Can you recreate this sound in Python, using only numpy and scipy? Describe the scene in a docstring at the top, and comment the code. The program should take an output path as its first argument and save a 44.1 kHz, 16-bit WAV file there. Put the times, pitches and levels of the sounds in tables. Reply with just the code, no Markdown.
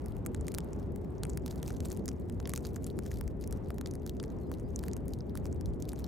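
"""Wind and driven snow on a microphone

Eddies buffet the windscreen in an open snowfield: a steady low rumble, lifted and tilted by gusts.
It is filtered noise, coloured by hollows round the capsules and a little different left and right.
Icy grains strike the housing: crisp noise-burst ticks with a small knock of damped sines, amid flurries
of finer grains built from random impulses. Drifting snow hisses softly; thin sine whistles are barely heard."""
import sys
import numpy as np
from scipy import signal
from scipy.fft import rfft, irfft, next_fast_len
from scipy.io import wavfile
from scipy.ndimage import uniform_filter1d

SR = 44100
rng = np.random.default_rng(int(sys.argv[2]) if len(sys.argv) > 2 else 0)


def dump(signal):
    """Clip the signal to [-1, 1] and save it as 16-bit WAV at the path in sys.argv[1]."""
    limited = np.clip(np.atleast_2d(signal).T, -1, 1)
    pcm = np.round(limited * 32767).astype(np.int16)
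    wavfile.write(sys.argv[1], SR, pcm)


N = 268039
T = np.arange(N) / SR
SIZE = next_fast_len(N)
HZ = np.maximum(np.arange(SIZE // 2 + 1) * SR / SIZE, 1)
# how far grains stray to the left or right: spread of left minus right [dB]
STRAY_DB = 1.3


def undb(db):
    """Decibels to gain."""
    return 10 ** (np.asarray(db) / 20)


def unit(x):
    """Scale to rms 1."""
    return x / np.sqrt(np.mean(x ** 2))


def colour(points):
    """Gain at every frequency from (frequency [Hz], level [dB]) points, joined on a log frequency axis."""
    hz, db = np.transpose(points)
    return undb(np.interp(np.log(HZ), np.log(hz), db))


def shape(x, gain):
    """Filter by a gain at every frequency."""
    return irfft(rfft(x, SIZE) * gain, SIZE)[..., :N]


def walk(rate):
    """Random levels, `rate` new ones a second, slewed twice into a smooth wander of rms 1."""
    hold = int(SR / rate)
    levels = np.repeat(rng.standard_normal(N // hold + 1), hold)
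    slewed = uniform_filter1d(uniform_filter1d(levels, hold), hold)
    return unit(slewed[:N])


def steady(x, seconds):
    """Even out a stereo sound: hold the rms of its mono sum at 1 over a sliding window."""
    power = uniform_filter1d(x.mean(axis=0) ** 2, int(seconds * SR))
    return x / np.sqrt(power)


def fade(x, seconds):
    """Give every impulse an exponential tail."""
    return signal.lfilter([1], [1, -np.exp(-1 / (seconds * SR))], x)


def gust_lift():
    """Each gust is one smooth swell or dip: level changes in dB for the buffeting and for the rush."""
    # gusts: (middle [s], half length [s], lift of the deep buffeting [dB], lift of the rush above it [dB])
    gust_table = [(0.277, 0.089, -3, 2.5), (0.394, 0.073, 7, 1), (0.847, 0.096, 3.5, 1),
                  (1.34, 0.22, 4, 0.9), (1.62, 0.08, -2, 2), (1.798, 0.14, 4, 1), (2.03, 0.22, -0.5, 2.5),
                  (2.38, 0.11, 5, 0), (2.986, 0.049, -5, 4), (3.167, 0.24, 6, 0), (3.53, 0.14, 5, .5),
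                  (4.72, 0.15, 5, 0), (4.866, 0.077, -1.5, 2.5), (5.1, .16, 1.5, 1.5),
                  (5.474, 0.22, 5, 0.5), (5.67, 0.097, 7.5, .5)]
    lift = 0
    for middle, half_length, *db in gust_table:
        swell = np.cos(np.pi / 2 * np.clip((T - middle) / half_length, -1, 1)) ** 2
        lift = lift + np.outer(db, swell)
    return lift


def hollows():
    """The flow rings the hollows round the capsules: resonant gain at every frequency, left and right."""
    # resonances: (frequency [Hz], width [Hz], left lift [dB], right lift [dB])
    hollow_modes = [(263, 5.1, 5, 3.5), (364, 31, 6.5, 2.5), (410, 37, 7, -1), (873, 110, 0, 3.5)]
    lift = 0
    for hz, width, left, right in hollow_modes:
        lift = lift + np.array([[left], [right]]) / (1 + (2 * (HZ - hz) / width) ** 2)
    return undb(lift)


def wind(split_hz=110, air_hz=750, buffet_db=-43, rush_db=-42, air_db=2,
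         buffet_flutter_db=1.1, rush_flutter_db=0.87, air_flutter_db=1.5):
    """Large eddies push both capsules together; smaller ones reach each on its own and flutter."""
    # rumble of the flow round the windscreen: (frequency [Hz], relative level per Hz [dB])
    wind_colour = [(22, -6), (31, -3), (42, -5.5), (66, 5.5), (92, -1), (115, -6), (165, -6.5), (250, -10),
                   (330, -13.5), (450, -17), (600, -24), (900, -33.5), (1800, -50), (3500, -61.5),
                   (16000, -93.5)]
    # how much the two sides differ: (frequency [Hz], side minus mid [dB])
    wind_side = [(40, 0), (65, -13), (110, -6), (200, -6), (400, -4.5), (900, -3), (2500, -3)]
    # balance before the hollows colour it: (frequency [Hz], left minus right [dB])
    wind_lean = [(50, -1), (110, 2.5), (220, -0.5), (500, 1), (750, 2.5), (1100, 0)]
    # finest eddies, before air_db and the flutter are added: (time [s], level [dB])
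    air_levels = [(0.0, -63), (0.81, -61), (1.1, -64), (1.71, -63.5), (2.27, -66), (2.64, -63), (3.44, -65),
                  (3.74, -64), (4.16, -67), (4.52, -63), (5.81, -66), (6.08, -61.5)]

    mid, side = rng.standard_normal((2, N))
    side = shape(side, colour(wind_side))
    lean = np.sqrt(colour(wind_lean))
    tone = colour(wind_colour) * hollows() * np.array([lean, 1 / lean])
    flow = shape(np.array([mid + side, mid - side]), tone)

    # three bands: deep buffeting, the rush above it, and the airy top
    deep = 1 / (1 + (HZ / split_hz) ** 8)
    high = 1 / (1 + (air_hz / HZ) ** 6)
    buffet, rush, air = (shape(flow, gain) for gain in (deep, 1 - deep - high, high))

    buffet_lift, rush_lift = gust_lift()
    buffet = steady(buffet, 0.11) * undb(buffet_db + buffet_lift + buffet_flutter_db * walk(24.86))
    rush = steady(rush, 0.16) * undb(rush_db + rush_lift + rush_flutter_db * walk(30))
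    air_level = np.interp(T, *np.transpose(air_levels)) + air_db
    air = unit(air) * undb(air_level + air_flutter_db * walk(12))
    return buffet + rush + air


def drift(level_db=-78, side_db=-8):
    """Snow sliding over the field hisses softly: steady coloured noise with a little width."""
    # soft hiss: (frequency [Hz], relative level per Hz [dB])
    drift_colour = [(800, 11), (2000, 26), (4000, -9), (8000, 8), (12000, -1), (16000, -8)]
    mid, side = shape(rng.standard_normal((2, N)), colour(drift_colour))
    mid, side = unit(mid), undb(side_db) * unit(side)
    return np.array([mid + side, mid - side]) * undb(level_db)


def snowfall(attack_s=0.01, release_s=0.025, patter_db=-74.5):
    """Strength of the fine snow: attack, hold and release of each flurry over a thin steady patter."""
    # fine grains blown against the housing: (start of hold [s], length of hold [s], level [dB])
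    flurry_table = [(0.087, 0.066, -66.5), (0.285, 0.016, -64), (0.48, 0.15, -65.5), (0.713, 0.09, -72.5),
                    (0.9, 0.27, -85), (1.292, .07, -59), (1.46, 0.29, -60.5), (1.677, 0.045, -57),
                    (1.841, 0.096, -54), (2.084, 0.029, -61.5), (2.498, .11, -56.5), (2.618, 0.14, -59),
                    (2.826, 0.078, -62), (3.034, 0.14, -58), (3.415, 0.14, -64.5), (3.658, 0.043, -67),
                    (3.88, .035, -60.5), (4.076, 0.019, -57), (4.233, .04, -64.5), (4.5, .09, -65.5),
                    (4.802, .1, -63.5), (5.094, 0.064, -61), (5.358, 0.014, -57.5), (5.461, 0.013, -64),
                    (5.658, 0.018, -65), (5.806, 0.37, -58.5)]
    power = undb(patter_db) ** 2
    for start, length, db in flurry_table:
        early, late = np.maximum(start - T, 0), np.maximum(T - start - length, 0)
        envelope = np.exp(-early / attack_s - late / release_s)
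        power = power + (undb(db) * envelope) ** 2
    return np.sqrt(power)


def flurries(per_second=230, scatter_db=7.0, crush_s=0.00046, dust_s=0.0098, dust_db=-26.0, tint_db=6.0):
    """Fine grains land at random, mostly tiny: each a very short crunch of its own colour, then trickling dust."""
    # colour of the fine grains: (frequency [Hz], relative level per Hz [dB])
    grain_colour = [(500, 3), (1200, 1.5), (2700, 2), (4300, 4.5), (5600, 5.5), (8400, 4.5), (9600, 1.5),
                    (13000, 4.5), (16000, -6.5)]
    hits = rng.random(N) < per_second / SR
    landings = hits * undb(scatter_db * np.minimum(rng.exponential(size=N), 4))
    grains = 0
    # overlapping bands from 1 to 16 kHz; each grain draws its own strength in every band
    for hz in 1000 * 2 ** np.arange(0, 4.1, 2 / 3):
        sizes = landings * undb(tint_db * np.clip(rng.standard_normal(N), -2, 2))
        envelope = fade(sizes, crush_s) + undb(dust_db) * fade(sizes, dust_s)
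        crush = uniform_filter1d(envelope, size=16)  # softens the onsets
        band = np.exp(-(2 * np.log2(HZ / hz)) ** 2)
        grains = grains + shape(crush * rng.standard_normal(N), colour(grain_colour) * band)
    pan = undb(STRAY_DB * walk(40) * np.array([[.5], [-.5]]))
    return steady(pan * grains, 0.1255) * snowfall()


def tick_level(x, db, seconds=.004):
    """Give a tick the energy of a sound held at this level for the given time."""
    return x * undb(db) * np.sqrt(seconds * SR / np.sum(x ** 2))


def ticks(crush_s=0.00051, crumble_s=0.0035, crumble_db=-23, splinter_db=-14, give_share=0.57,
          mode_scatter_db=3.5):
    """A hard grain gives, shatters within about a millisecond, sheds a few crumbs and knocks the housing."""
    # hard grains, levels as in tick_level: (time [s], crack level [dB], crack centre [Hz],
    # nominal crack width [octaves], knock level [dB], knock pitch [Hz])
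    tick_table = [(0.0604, -51, 9100, 1.1, -58, 1730), (0.2626, -40, 9600, 1.1, -45, 2300),
                  (0.268, -47, 8240, .6, -64, 1750), (0.347, -45, 6550, 1, -47, 1590),
                  (0.4106, -51.5, 7550, .8, -65, 1430), (0.4686, -51, 8040, 1, -66, 2200),
                  (0.4824, -42, 8400, .9, -44.5, 2100), (0.519, -50, 6300, 2.4, -72, 1850),
                  (0.5418, -45, 9100, .8, -53, 2310), (0.548, -40, 8650, 1.5, -53.5, 1360),
                  (0.5847, -37.5, 7400, 2.6, -44.5, 1520), (0.7322, -51, 7700, .8, -58, 1300),
                  (0.9605, -53.5, 12000, 1.9, -60, 2100), (1.2344, -38.5, 4150, 1.4, -43, 1530),
                  (1.2521, -47, 8300, .8, -50.5, 2330), (1.2963, -46.5, 8050, .6, -58, 1240),
                  (1.3742, -42, 6440, 2.4, -52, 1520), (1.462, -45.5, 6800, 1.1, -47, 1100),
                  (1.4798, -49, 6600, 1.6, -56, 1520), (1.5116, -49, 5460, .9, -67, 1440),
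                  (1.6296, -43.5, 6100, 1.4, -52, 1770), (1.7049, -53.5, 6350, 1.4, -45.5, 1430),
                  (1.8047, -46, 5900, 1.2, -60, 1580), (1.8554, -45, 7490, .6, -53, 1210),
                  (1.902, -49, 7700, .7, -60, 1860), (1.9729, -51.5, 10600, 1, -62, 2160),
                  (2.058, -46, 9000, 1.4, -62, 1860), (2.0805, -39.5, 6900, .9, -50.5, 1950),
                  (2.089, -40.5, 6400, .7, -48.5, 1170), (2.2982, -52, 6000, 2.8, -60, 1620),
                  (2.4015, -50.5, 4870, 1.5, -49.5, 1390), (2.4559, -46, 3870, .7, -47, 1990),
                  (2.4747, -45, 8000, 2.5, -50, 1740), (2.495, -41, 8200, 1.1, -51, 2050),
                  (2.5366, -37.5, 9900, .9, -39.5, 2000), (2.5612, -41, 7600, 1.9, -55, 1690),
                  (2.5763, -41.5, 7600, .7, -48, 2470), (2.651, -45.5, 5300, .7, -48.5, 1510),
                  (2.7638, -56, 4700, 1.2, -47.5, 1440), (2.8436, -45.5, 6760, .7, -70, 1270),
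                  (2.8663, -46, 8350, 1.2, -58.5, 2380), (2.9898, -46.5, 8100, 1.7, -47, 1430),
                  (3.063, -65, 6900, 1.2, -57, 1590), (3.211, -46, 8550, 3, -47.5, 1590),
                  (3.2784, -51, 8200, 1.5, -56, 1980), (3.4398, -52.5, 5460, .9, -57, 1930),
                  (3.4754, -47.5, 8600, 1.2, -72, 2070), (3.5257, -45.5, 8150, 1, -53, 1420),
                  (3.7049, -52, 6950, 3, -42, 1230), (3.7836, -51.5, 11200, 1.2, -51, 1810),
                  (3.8123, -47, 5540, 1.6, -49, 1410), (3.8602, -43.5, 5000, .7, -50.5, 1990),
                  (3.8729, -50, 5440, 1.3, -75, 2000), (3.912, -49.5, 5700, 1.1, -70, 1630),
                  (3.9537, -51.5, 8100, 1.1, -60.5, 2000), (4.0645, -46, 6000, 2.4, -49.5, 1320),
                  (4.0762, -54, 7000, 2, -66, 1980), (4.2001, -45, 4340, .9, -47, 1180),
                  (4.2295, -51.5, 9600, .7, -56, 1840), (4.239, -51, 5100, 1.1, -52.5, 2020),
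                  (4.5162, -51, 8450, 2.2, -44.5, 1000), (4.7606, -37.5, 7100, .65, -68, 2010),
                  (4.7916, -46.5, 7800, 1.9, -62, 1770), (4.8378, -48.5, 5770, 1.6, -47, 1760),
                  (4.8829, -47, 10200, 1.2, -50.5, 1850), (4.9338, -44.5, 6960, 1.1, -61, 1780),
                  (4.9667, -48.5, 8260, 1, -54.5, 2820), (5.0817, -49.5, 9300, .9, -63, 1980),
                  (5.2066, -52.5, 5000, .55, -64, 1380), (5.354, -49, 8150, 3, -45, 1320),
                  (5.4558, -50.5, 6300, 1.4, -49, 1030), (5.5276, -52.5, 7050, .55, -63, 1570),
                  (5.6108, -51, 6560, 1.3, -59, 1790), (5.9328, -49.5, 9300, .75, -52.5, 1630)]
    # modes of the housing: (multiple of the knock pitch [ratio], t60 [s], relative level [dB])
    housing_modes = [(.56, 0.016, 6.5), (1, 0.0048, 18), (1.45, 0.0064, 1), (2.05, 0.0022, 3)]
    ratio, t60, mode_db = np.transpose(housing_modes)[:, :, None]

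    out, t = np.zeros((2, N + SR)), np.arange(SR // 30) / SR
    lead = SR // 100  # samples of room ahead of the break
    before, after = np.maximum(lead / SR - t, 0), np.maximum(t - lead / SR, 0)
    # the break builds up faster than it dies away
    away = after + before / give_share
    crisp = signal.butter(2, [1500, 17000], "band", fs=SR, output="sos")

    for s, crack_db, crack_hz, octaves, knock_db, knock_hz in tick_table:
        fracture, crumbs = rng.standard_normal((2, len(t)))
        # cubed noise is spiky, like separate crumbs
        crumble = undb(crumble_db) * unit(crumbs ** 3) * np.exp(-away / crumble_s)
        force = fracture * np.exp(-away / crush_s) + crumble

        # a clean break rings in a narrower band; some raw splintering stays beside it
        sharpness = max(1 / octaves ** 2, crack_hz / (SR / 3))
        peak = signal.iirpeak(crack_hz, sharpness, fs=SR)
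        ring = signal.lfilter(*peak, signal.lfilter(*peak, force))
        crack = signal.sosfilt(crisp, unit(ring) + undb(splinter_db) * unit(force))

        # the mix of modes varies with where the grain lands
        sign, scatter = rng.standard_normal((2, len(housing_modes), 1))
        decay = undb(mode_db + mode_scatter_db * scatter - 60 * after / t60)
        modes = decay * np.sin(2 * np.pi * ratio * knock_hz * after)
        knock = np.sum(np.sign(sign) * modes, axis=0)

        pan = undb(STRAY_DB * rng.standard_normal() * np.array([[.5], [-.5]]))
        i = max(int(s * SR) - lead, 0)
        out[:, i:i + len(t)] += pan * (tick_level(crack, crack_db) + tick_level(knock, knock_db))
    return out[:, :N]


def whistles():
    """Faint pure glides, perhaps a small bird far off: sines whose pitch bends along a parabola."""
    # glides: (start [s], length [s], start pitch [Hz], middle pitch [Hz], end pitch [Hz], peak level [dB])
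    whistle_table = [(4.2, .04, 4450, 4650, 4750, -79), (4.39, .1, 4750, 4200, 4200, -77),
                     (4.445, .06, 4650, 4950, 5100, -79), (4.63, .06, 4400, 4850, 5080, -76),
                     (4.8, .05, 4700, 4430, 4400, -80), (5.09, .05, 4700, 5000, 5200, -80),
                     (5.27, .05, 4700, 4480, 4450, -81)]
    out = np.zeros(N)
    for s, length, start, middle, end, db in whistle_table:
        progress = np.clip((T - s) / length, 0, 1)
        bend = np.polyfit([0, .5, 1], [start, middle, end], 2)
        hz = np.polyval(bend, progress)
        tone = np.sin(2 * np.pi * np.cumsum(hz) / SR)
        out += undb(db) * np.sin(np.pi * progress) * tone
    return out


def scene():
    """Wind and hiss are wide; grains sound through the housing, so both sides get them nearly alike."""
    return wind() + drift() + flurries() + ticks() + whistles()


def record(dry):
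    """The recorder cuts the deepest bass and the top."""
    bass_cut = signal.butter(6, 34, "high", fs=SR, output="sos")
    top_cut = signal.ellip(8, .2, 70, 16200, fs=SR, output="sos")
    return signal.sosfilt(top_cut, signal.sosfilt(bass_cut, dry))


dry = scene()
out = record(dry)
dump(out)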